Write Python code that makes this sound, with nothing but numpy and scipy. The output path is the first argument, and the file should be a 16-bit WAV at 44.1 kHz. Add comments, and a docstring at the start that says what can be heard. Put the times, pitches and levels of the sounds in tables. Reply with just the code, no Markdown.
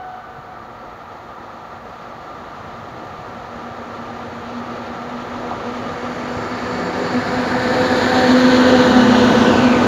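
"""Electric train at the forest edge

The last of a horn blast dies in the trees. The rails sing ahead of an electric locomotive and its
coaches, and the drive gears whine ever louder. Ground rumble, knocks and the hiss of steel on steel
swell as the first bogies pass close by, with ringing wheels and brief falling treble swishes."""
import sys
import numpy as np
from scipy import signal
from scipy.fft import rfft, irfft, next_fast_len
from scipy.io import wavfile
from scipy.ndimage import map_coordinates

SR = 44100
rng = np.random.default_rng(int(sys.argv[2]) if len(sys.argv) > 2 else 0)


def master_out(mix):
    """Clip the mix to full scale and print it as 16-bit PCM to the path in sys.argv[1]."""
    frames = np.transpose(np.atleast_2d(mix))
    ceiling = np.clip(frames, -1, 1)
    pcm = np.round(ceiling * 32767).astype(np.int16)
    wavfile.write(sys.argv[1], SR, pcm)


N = 435266
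TIME = np.arange(N) / SR

# Noise colours, some as a far and near pair. Each row: frequency in Hz, relative level in dB.
GROUND_FAR = [(20, -38), (36, -22), (50, -6), (62, -12), (80, -1), (103, 2), (140, -1.5), (185, -3),
              (230, -10), (330, -44.5)]
GROUND_NEAR = [(20, -47), (36, -29), (50, -15), (62, -8), (80, -4.5), (108, 0.5), (135, -1.5), (180, 2),
               (230, -3.5), (330, -34.5)]
SLEEPERS_FAR = [(150, -29), (220, -4.5), (300, -1), (370, 1), (440, -3), (540, 4), (680, -6.5), (950, -39)]
SLEEPERS_NEAR = [(150, -28), (220, 2), (320, 1), (450, -1), (560, -2.5), (680, -19), (950, -37.5)]
RAILS_FAR = [(380, -22), (480, -10.5), (630, -5.5), (720, 4), (840, 0), (900, -3), (970, -0.5),
             (1060, -10.5), (1150, 2), (1215, 5), (1275, -3), (1340, 3.5), (1480, -13.5), (1900, -53)]
RAILS_NEAR = [(420, -30), (600, 3.5), (720, 5), (810, 1), (890, 5.5), (1000, 4), (1100, 0), (1230, 2.5),
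              (1400, -3), (1550, -10), (1900, -25.5)]
WHEELS_FAR = [(1700, -20), (2300, 0.5), (3000, -1), (3700, 0.5), (4450, 0), (5000, -8), (5600, -10.5),
              (6800, -11.5), (7300, -35), (7750, -24), (8200, -16), (15000, -31.5)]
WHEELS_NEAR = [(1800, -24), (2400, 2), (3000, 4.5), (3500, -0.5), (4000, 1), (4450, -1.5), (4900, -6.5),
               (5600, -9.5), (6500, -12.5), (7300, -12), (8500, -14), (15000, -41)]
ROAR = [(900, -22), (1350, -2.5), (1550, 2.5), (1800, 3), (2000, -1), (2300, -6.5), (2700, -15),
        (4000, -27.5)]
SIZZLE = [(6500, -19), (8600, -11), (9600, 0), (10800, 5), (11700, -2), (12700, 3), (13500, 3), (14500, -6),
          (16000, -8)]
HISS = [(3000, -10), (8000, -5), (10200, -4), (11500, 2.5), (16000, 2)]
BREEZE = [(15, -27), (32, -18), (50, 10), (65, 7), (100, -9), (200, -63)]
KNOCK_COLOUR = [(450, -24), (720, 10), (1000, 5), (1400, -16), (4000, -34), (9000, -58)]
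THUD_COLOUR = [(50, -26), (85, -6), (120, -1), (160, -9), (260, -52)]
# The microphone's dull top and its steep cutoff. Each row: frequency in Hz, gain in dB.
MICROPHONE_EQ = [(20, 2.5), (7100, -0.5), (7550, -10.5), (8050, -18), (9000, -17.5), (16000, -25)]
HIGH_CUT = [(15700, 0), (15850, -90)]

# The horn's timbre. Each row: harmonic number, relative level in dB.
HORN_HARMONICS = [(1, -4.5), (2, -5.5), (3, -25), (4, -24), (5, -36)]
# The blowers' two-note hum. Each row: pitch in Hz, relative level in dB.
BLOWER_TONES = [(401.4, 1.5), (177.4, 0)]
# Swells of blower hum and low rumble. Each row: level in dB, peak time and half-width in seconds.
BLOWER_SWELLS = [(-36, 7.0, .2), (-42, 7.7, .6)]
RUMBLE_SWELLS = [(-45, 2.83, 0.33), (-43, 5.9, 0.22), (-38, 7.37, 0.28)]
# Wheel knocks and running-gear thuds. Each row: start in seconds, relative level in dB.
KNOCKS = [(4.19, -19), (5.512, -10), (7.543, -10), (8.104, -10), (8.153, -14.5), (9.15, -9), (9.434, -12),
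          (9.525, -6)]
THUDS = [(0.381, -32), (3.189, -29), (3.559, -28), (6.369, -22), (8.303, -22), (8.729, -21.5),
         (9.247, -34.5), (9.599, -26)]

# The cross-fade from far to near colours. Each row: time in seconds, closeness from 0 to 1.
CLOSENESS = [(0, 0.07), (3, 0.24), (5, 0.17), (6.5, 0.44), (7.5, 0.91), (8.2, 0.96), (9.87, 0.85)]
# Two bogies under the locomotive, then the coaches'.
# Each row: time abreast in seconds, weight on the track in dB, wheel noise in dB.
BOGIES = [(8.22, -1.0, .1), (8.75, -3.4, -.2), (9.35, 3.9, -1.0), (10.25, 1.3, -6.5), (10.55, 1.3, -6.5)]
# How each sound of a bogie carries.
# Each gives: base level in dB, distance abreast in metres, dB lost per doubling, dB lost per metre.
GROUND_CARRY = (-32.5, 14.5, 6, 0.02)
SLEEPERS_CARRY = (-23.3, 10.5, 5, 0.054)
RAILS_CARRY = (-25.8, 11, 4.2, 0.0168)
ROAR_CARRY = (-27, 8, 5.25, 0.024)
WHEELS_CARRY = (-26.8, 6, 5.5, 0.044)
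SIZZLE_CARRY = (-33.2, 6.5, 5.5, 0.058)
# The bounce off the ground. Each row: time in seconds, first notch in Hz, strength from 0 to 1.
GROUND_ECHO = [(0, 5350, .13), (5.5, 4800, 0.12), (6.7, 3340, 0.25), (8, 2861, 0.53), (9.35, 2460, 0.25),
               (9.55, 2000, 0.34), (9.87, 1250, 0)]
# Treble accents: a soft band of hiss near 7 kHz swells and fades around 6.75 s, two brief falling swishes (5900
# and 11800 Hz) come as the coach passes, and the rest are ringing wheels. Each row: centre in Hz, scatter in
# Hz, level in dB, peak time and half-width in seconds, fall in Hz per second.
TREBLE_ACCENTS = [(1516, 22, -31.5, 8.87, .16, 5), (1520, 20, -31, 9.6, .3, 5),
                  (2930, 150, -37, 9.0, .4, 60), (2520, 260, -32, 9.67, .14, 1500),
                  (4490, 110, -47, 7.1, .7, 50), (4350, 45, -35.5, 8.45, .25, 160),
                  (7100, 500, -52, 6.75, .55, 0), (11130, 70, -51, 7.32, .22, 60),
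                  (10450, 400, -46, 8.0, .2, 700), (13280, 80, -45.5, 8.12, .17, 100),
                  (13900, 400, -47.5, 7.9, .22, 900), (12900, 400, -44, 8.85, .04, 900),
                  (5900, 400, -42, 9.42, .07, 3000), (11800, 400, -45, 9.37, .09, 5000)]

# The gear mesh, climbing as the train gathers speed. Each row: time in seconds, pitch in Hz.
GEAR_PITCH = [(0, 233.9), (3.3, 236.7), (5.3, 242.3), (7.6, 251.5), (8.5, 253.6), (9.15, 249.4),
              (9.87, 249.3)]
# The whine's fader moves. Each row: time in seconds, fundamental in dB, octave in dB.
GEAR_LEVELS = [(0, -55.5, -55), (3.2, -49.5, -53), (3.6, -41.5, -48), (4.6, -37.5, -45), (7.0, -33.5, -32),
               (7.45, -29, -32), (7.7, -26.5, -22), (8.13, -24, -21), (8.3, -14.5, -22.5),
               (8.8, -13.5, -19), (8.97, -13.5, -25), (9.4, -20, -21.5), (9.87, -19.5, -24.5)]
# Brief surges and dips of the fundamental. 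Each row: time in seconds, change in dB.
GEAR_SURGES = [(4.56, 7.5), (5.14, 8.5), (5.36, 5), (5.6, -11), (6.07, 3), (7.17, 10), (7.26, -11),
               (7.39, 8), (8.85, -12.5), (9.34, -8), (9.66, 6)]
# Gear overtones, each loudest as it faces the listener.
# Each row: multiple of the mesh pitch, scatter in Hz, level in dB, peak time and half-width in seconds.
GEAR_OVERTONES = [(3, 18, -35, 7.46, 0.62), (3, 6.9, -23.5, 7.83, 0.084), (3, 4.7, -24, 8.2, 0.074),
                  (3, 8.3, -26.5, 8.9, 0.29), (3.5, 7.1, -39.5, 9.1, 0.52), (6, 26, -31.5, 8.9, 1),
                  (7, 10, -36, 8, 1), (9, 20, -44, 7.2, 0.96)]

SPEED_M_PER_S = 20
HORN_HZ, HORN_SIDE_HZ = 750, 740
HORN_END_S, HORN_T60_S, HORN_TAIL_T60_S = 0.13, 2.1, 3.0
BEAT_HZ, BEAT_WANDER_HZ = 7.8, 1.98
RECEDING_HZ, RECEDING_RISE_HZ_PER_S, RECEDING_PEAK_S = 218.2, 10.5, 9.2


def from_db(db):
    """Decibels to gain."""
    return 10 ** (np.asarray(db) / 20)


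def unit_rms(x):
    """Scale to unit rms."""
    return x / np.sqrt(np.mean(x ** 2) + 1e-20)


def automation(rows):
    """One curve per column, drawn through the times in the first."""
    times, *columns = np.transpose(rows)
    return [np.interp(TIME, times, column) for column in columns]


def swell(db, peak_s, half_width_s):
    """A bell-shaped fade in and out."""
    return from_db(db) * np.exp(-0.5 * ((TIME - peak_s) / half_width_s) ** 2)


def blows(rows, t60):
    """An envelope that jumps at each blow and dies away."""
    clicks = np.zeros(N)
    for start_s, db in rows:
        clicks[round(start_s * SR)] = from_db(db)
    return signal.lfilter([1], [1, -from_db(-60 / (t60 * SR))], clicks + 1e-18)


def equalise(x, points):
    """Apply an EQ curve drawn on a log-frequency axis."""
    hz, db = np.transpose(points)
    size = next_fast_len(N)
    bins_hz = np.maximum(np.fft.rfftfreq(size, 1 / SR), 1)
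    gain = from_db(np.interp(np.log(bins_hz), np.log(hz), db))
    return irfft(rfft(x, size) * gain, size)[:N]


def noise(colour):
    """Noise of the given colour at unit rms."""
    return unit_rms(equalise(rng.standard_normal(N), colour))


def drift(rate_hz):
    """A random wobble of unit rms, moving at up to the given rate."""
    step, settle = 40, 2000
    lowpass = signal.butter(2, np.clip(rate_hz, 0.3, 400), fs=SR / step, output="sos")
    slow = signal.sosfilt(lowpass, rng.standard_normal(N // step + settle + 2))[settle:]
    return np.interp(np.arange(N) / step, np.arange(len(slow)), unit_rms(slow))


def tone(hz, wet, scatter_hz):
    """A tone whose wet share is smeared into a band of noise, as by many shifting paths."""
    phase = 2 * np.pi * np.cumsum(hz * np.ones(N)) / SR
    smear = drift(scatter_hz) * np.cos(phase) + drift(scatter_hz) * np.sin(phase)
    return np.sqrt(2 * (1 - wet)) * np.sin(phase) + np.sqrt(wet) * smear


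def nearing_noise(far, near):
    """Noise that cross-fades from its far to its near colour at constant power."""
    closeness, = automation(CLOSENESS)
    return np.sqrt(1 - closeness) * noise(far) + np.sqrt(closeness) * noise(near)


def passing(carry, trims_db):
    """The summed level of all bogies, each fading with its distance."""
    base_db, abreast_m, doubling_db, per_metre_db = carry
    coarse_time = TIME[::100]
    power = 0
    for (abreast_s, _, _), trim_db in zip(BOGIES, trims_db):
        metres = np.hypot(SPEED_M_PER_S * (coarse_time - abreast_s), abreast_m)
        loss_db = doubling_db * np.log2(metres / abreast_m) + per_metre_db * metres
        power += from_db(base_db + trim_db - loss_db) ** 2
    return np.interp(TIME, coarse_time, np.sqrt(power))


def over_ground(x):
    """The grazing echo comes inverted and ever later, so its notches sweep down as the wheels near."""
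    notch_hz, strength = automation(GROUND_ECHO)
    echo = map_coordinates(x, [np.arange(N) - SR / notch_hz], order=3)
    return (x - strength * echo) / np.sqrt(1 + strength ** 2)


def breeze():
    """Light air rumbles at the microphone."""
    return from_db(-59) * noise(BREEZE)


def horn():
    """The forest holds the end of the blast; echoes from the side are less raised in pitch."""
    since_end = np.maximum(TIME - HORN_END_S, 0)
    decay = from_db(-60 * since_end / HORN_T60_S)
    faint_tail = from_db(-16 - 60 * since_end / HORN_TAIL_T60_S)
    forest_slap = swell(-49, peak_s=0.53, half_width_s=0.042)
    level = from_db(-38) * np.maximum(decay, faint_tail) + forest_slap
    ahead = sum(from_db(db) * tone(HORN_HZ * k, wet=0.7, scatter_hz=6 * k) for k, db in HORN_HARMONICS)
    side = from_db(1.5) * tone(HORN_SIDE_HZ, wet=0.33, scatter_hz=7.2)
    return level * (ahead + side)


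def blowers():
    """The locomotive's fans hum, swelling on the approach."""
    hum = sum(from_db(db) * tone(hz, wet=0.38, scatter_hz=6) for hz, db in BLOWER_TONES)
    return sum(swell(*row) for row in BLOWER_SWELLS) * hum


def impacts():
    """Wheels knock on flaws in the rail; the running gear thuds."""
    knocks = blows(KNOCKS, t60=0.18) * noise(KNOCK_COLOUR)
    thuds = blows(THUDS, t60=0.12) * noise(THUD_COLOUR)
    return from_db(-12.5) * knocks + from_db(-5.5) * thuds


def track_rumble():
    """The low end: passing axles shake the ground and the sleepers; the deepest part carries farthest."""
    _, weight_db, _ = np.transpose(BOGIES)
    ground = passing(GROUND_CARRY, weight_db) * nearing_noise(GROUND_FAR, GROUND_NEAR)
    sleepers = passing(SLEEPERS_CARRY, weight_db) * from_db(1.34 * drift(7.6))
    sleepers *= nearing_noise(SLEEPERS_FAR, SLEEPERS_NEAR)
    swells = sum(swell(*row) for row in RUMBLE_SWELLS) * noise(GROUND_FAR)
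    return ground + sleepers + swells


def rolling():
    """Rough steel on steel: the rails sing far ahead, the wheels take over close by."""
    _, weight_db, wheel_db = np.transpose(BOGIES)
    flutter = drift(14.5)  # uneven treads shake rails and wheels together
    rails = passing(RAILS_CARRY, weight_db) * from_db(0.41 * flutter)
    rails *= nearing_noise(RAILS_FAR, RAILS_NEAR)
    roar = passing(ROAR_CARRY, wheel_db) * from_db(0.25 * drift(23)) * noise(ROAR)
    wheels = passing(WHEELS_CARRY, wheel_db) * from_db(0.82 * flutter)
    wheels *= nearing_noise(WHEELS_FAR, WHEELS_NEAR)
    sizzle_db = 5.2 * wheel_db  # the top end differs far more from bogie to bogie
    sizzle = passing(SIZZLE_CARRY, sizzle_db) * from_db(1.3 * drift(18)) * noise(SIZZLE)
    return rails + over_ground(roar + wheels + sizzle)


def treble_accents():
    """Narrow bands swell and fade: a soft hiss, wheels ringing as they pass, brief falling swishes."""
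    bands = np.zeros(N)
    for hz, scatter_hz, db, peak_s, half_width_s, fall in TREBLE_ACCENTS:
        level = swell(db + 2.2 * drift(5.6), peak_s, half_width_s)
        bands += level * tone(hz - fall * (TIME - peak_s), wet=0.9, scatter_hz=scatter_hz)
    return bands


def gear_whine():
    """Meshing gears sing; a second axle runs slightly flat and beats against the first."""
    hz, = automation(GEAR_PITCH)
    fundamental_db, octave_db = automation(GEAR_LEVELS)
    surge_db = sum(db * swell(0, peak_s, half_width_s=0.025) for peak_s, db in GEAR_SURGES)
    flat_hz = hz - BEAT_HZ + BEAT_WANDER_HZ * drift(3.26)
    second_axle = from_db(-6) * tone(flat_hz, wet=0.14, scatter_hz=15)
    first_axle = tone(hz, wet=0.11, scatter_hz=12.2)
    duck = 1 - swell(0, peak_s=8.5, half_width_s=0.23)  # no beating while the first axle is abreast
    whine = from_db(fundamental_db + surge_db) * (first_axle + duck * second_axle)
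    whine += from_db(octave_db + 2.5 * drift(9.2)) * tone(2 * hz, wet=0.35, scatter_hz=11.5)
    for multiple, scatter_hz, db, peak_s, half_width_s in GEAR_OVERTONES:
        whine += swell(db, peak_s, half_width_s) * tone(multiple * hz, wet=0.54, scatter_hz=scatter_hz)
    return whine


def receding_whine():
    """The gears of a bogie that has gone past sound lower."""
    hz = RECEDING_HZ + RECEDING_RISE_HZ_PER_S * (TIME - RECEDING_PEAK_S)
    fade_in = np.clip((TIME - 8.76) / 0.12, 0, 1)
    level = fade_in * swell(-20, RECEDING_PEAK_S, half_width_s=0.43)
    return level * tone(hz, wet=0.038, scatter_hz=9.2)


def scene():
    """The mono mix, heard from beside the line."""
    tones = horn() + gear_whine() + receding_whine() + blowers()
    running = track_rumble() + rolling() + treble_accents() + impacts()
    return (tones + running + breeze())[None]


def record(dry):
    """A small microphone with a dull top and faint hiss of its own; the highest peaks are rounded."""
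    rounded = dry[0] / (1 + dry[0] ** 8) ** (1 / 8)
    heard = equalise(rounded, MICROPHONE_EQ) + from_db(-69.5) * noise(HISS)
    return equalise(heard, HIGH_CUT)[None]


dry = scene()
out = record(dry)
master_out(out)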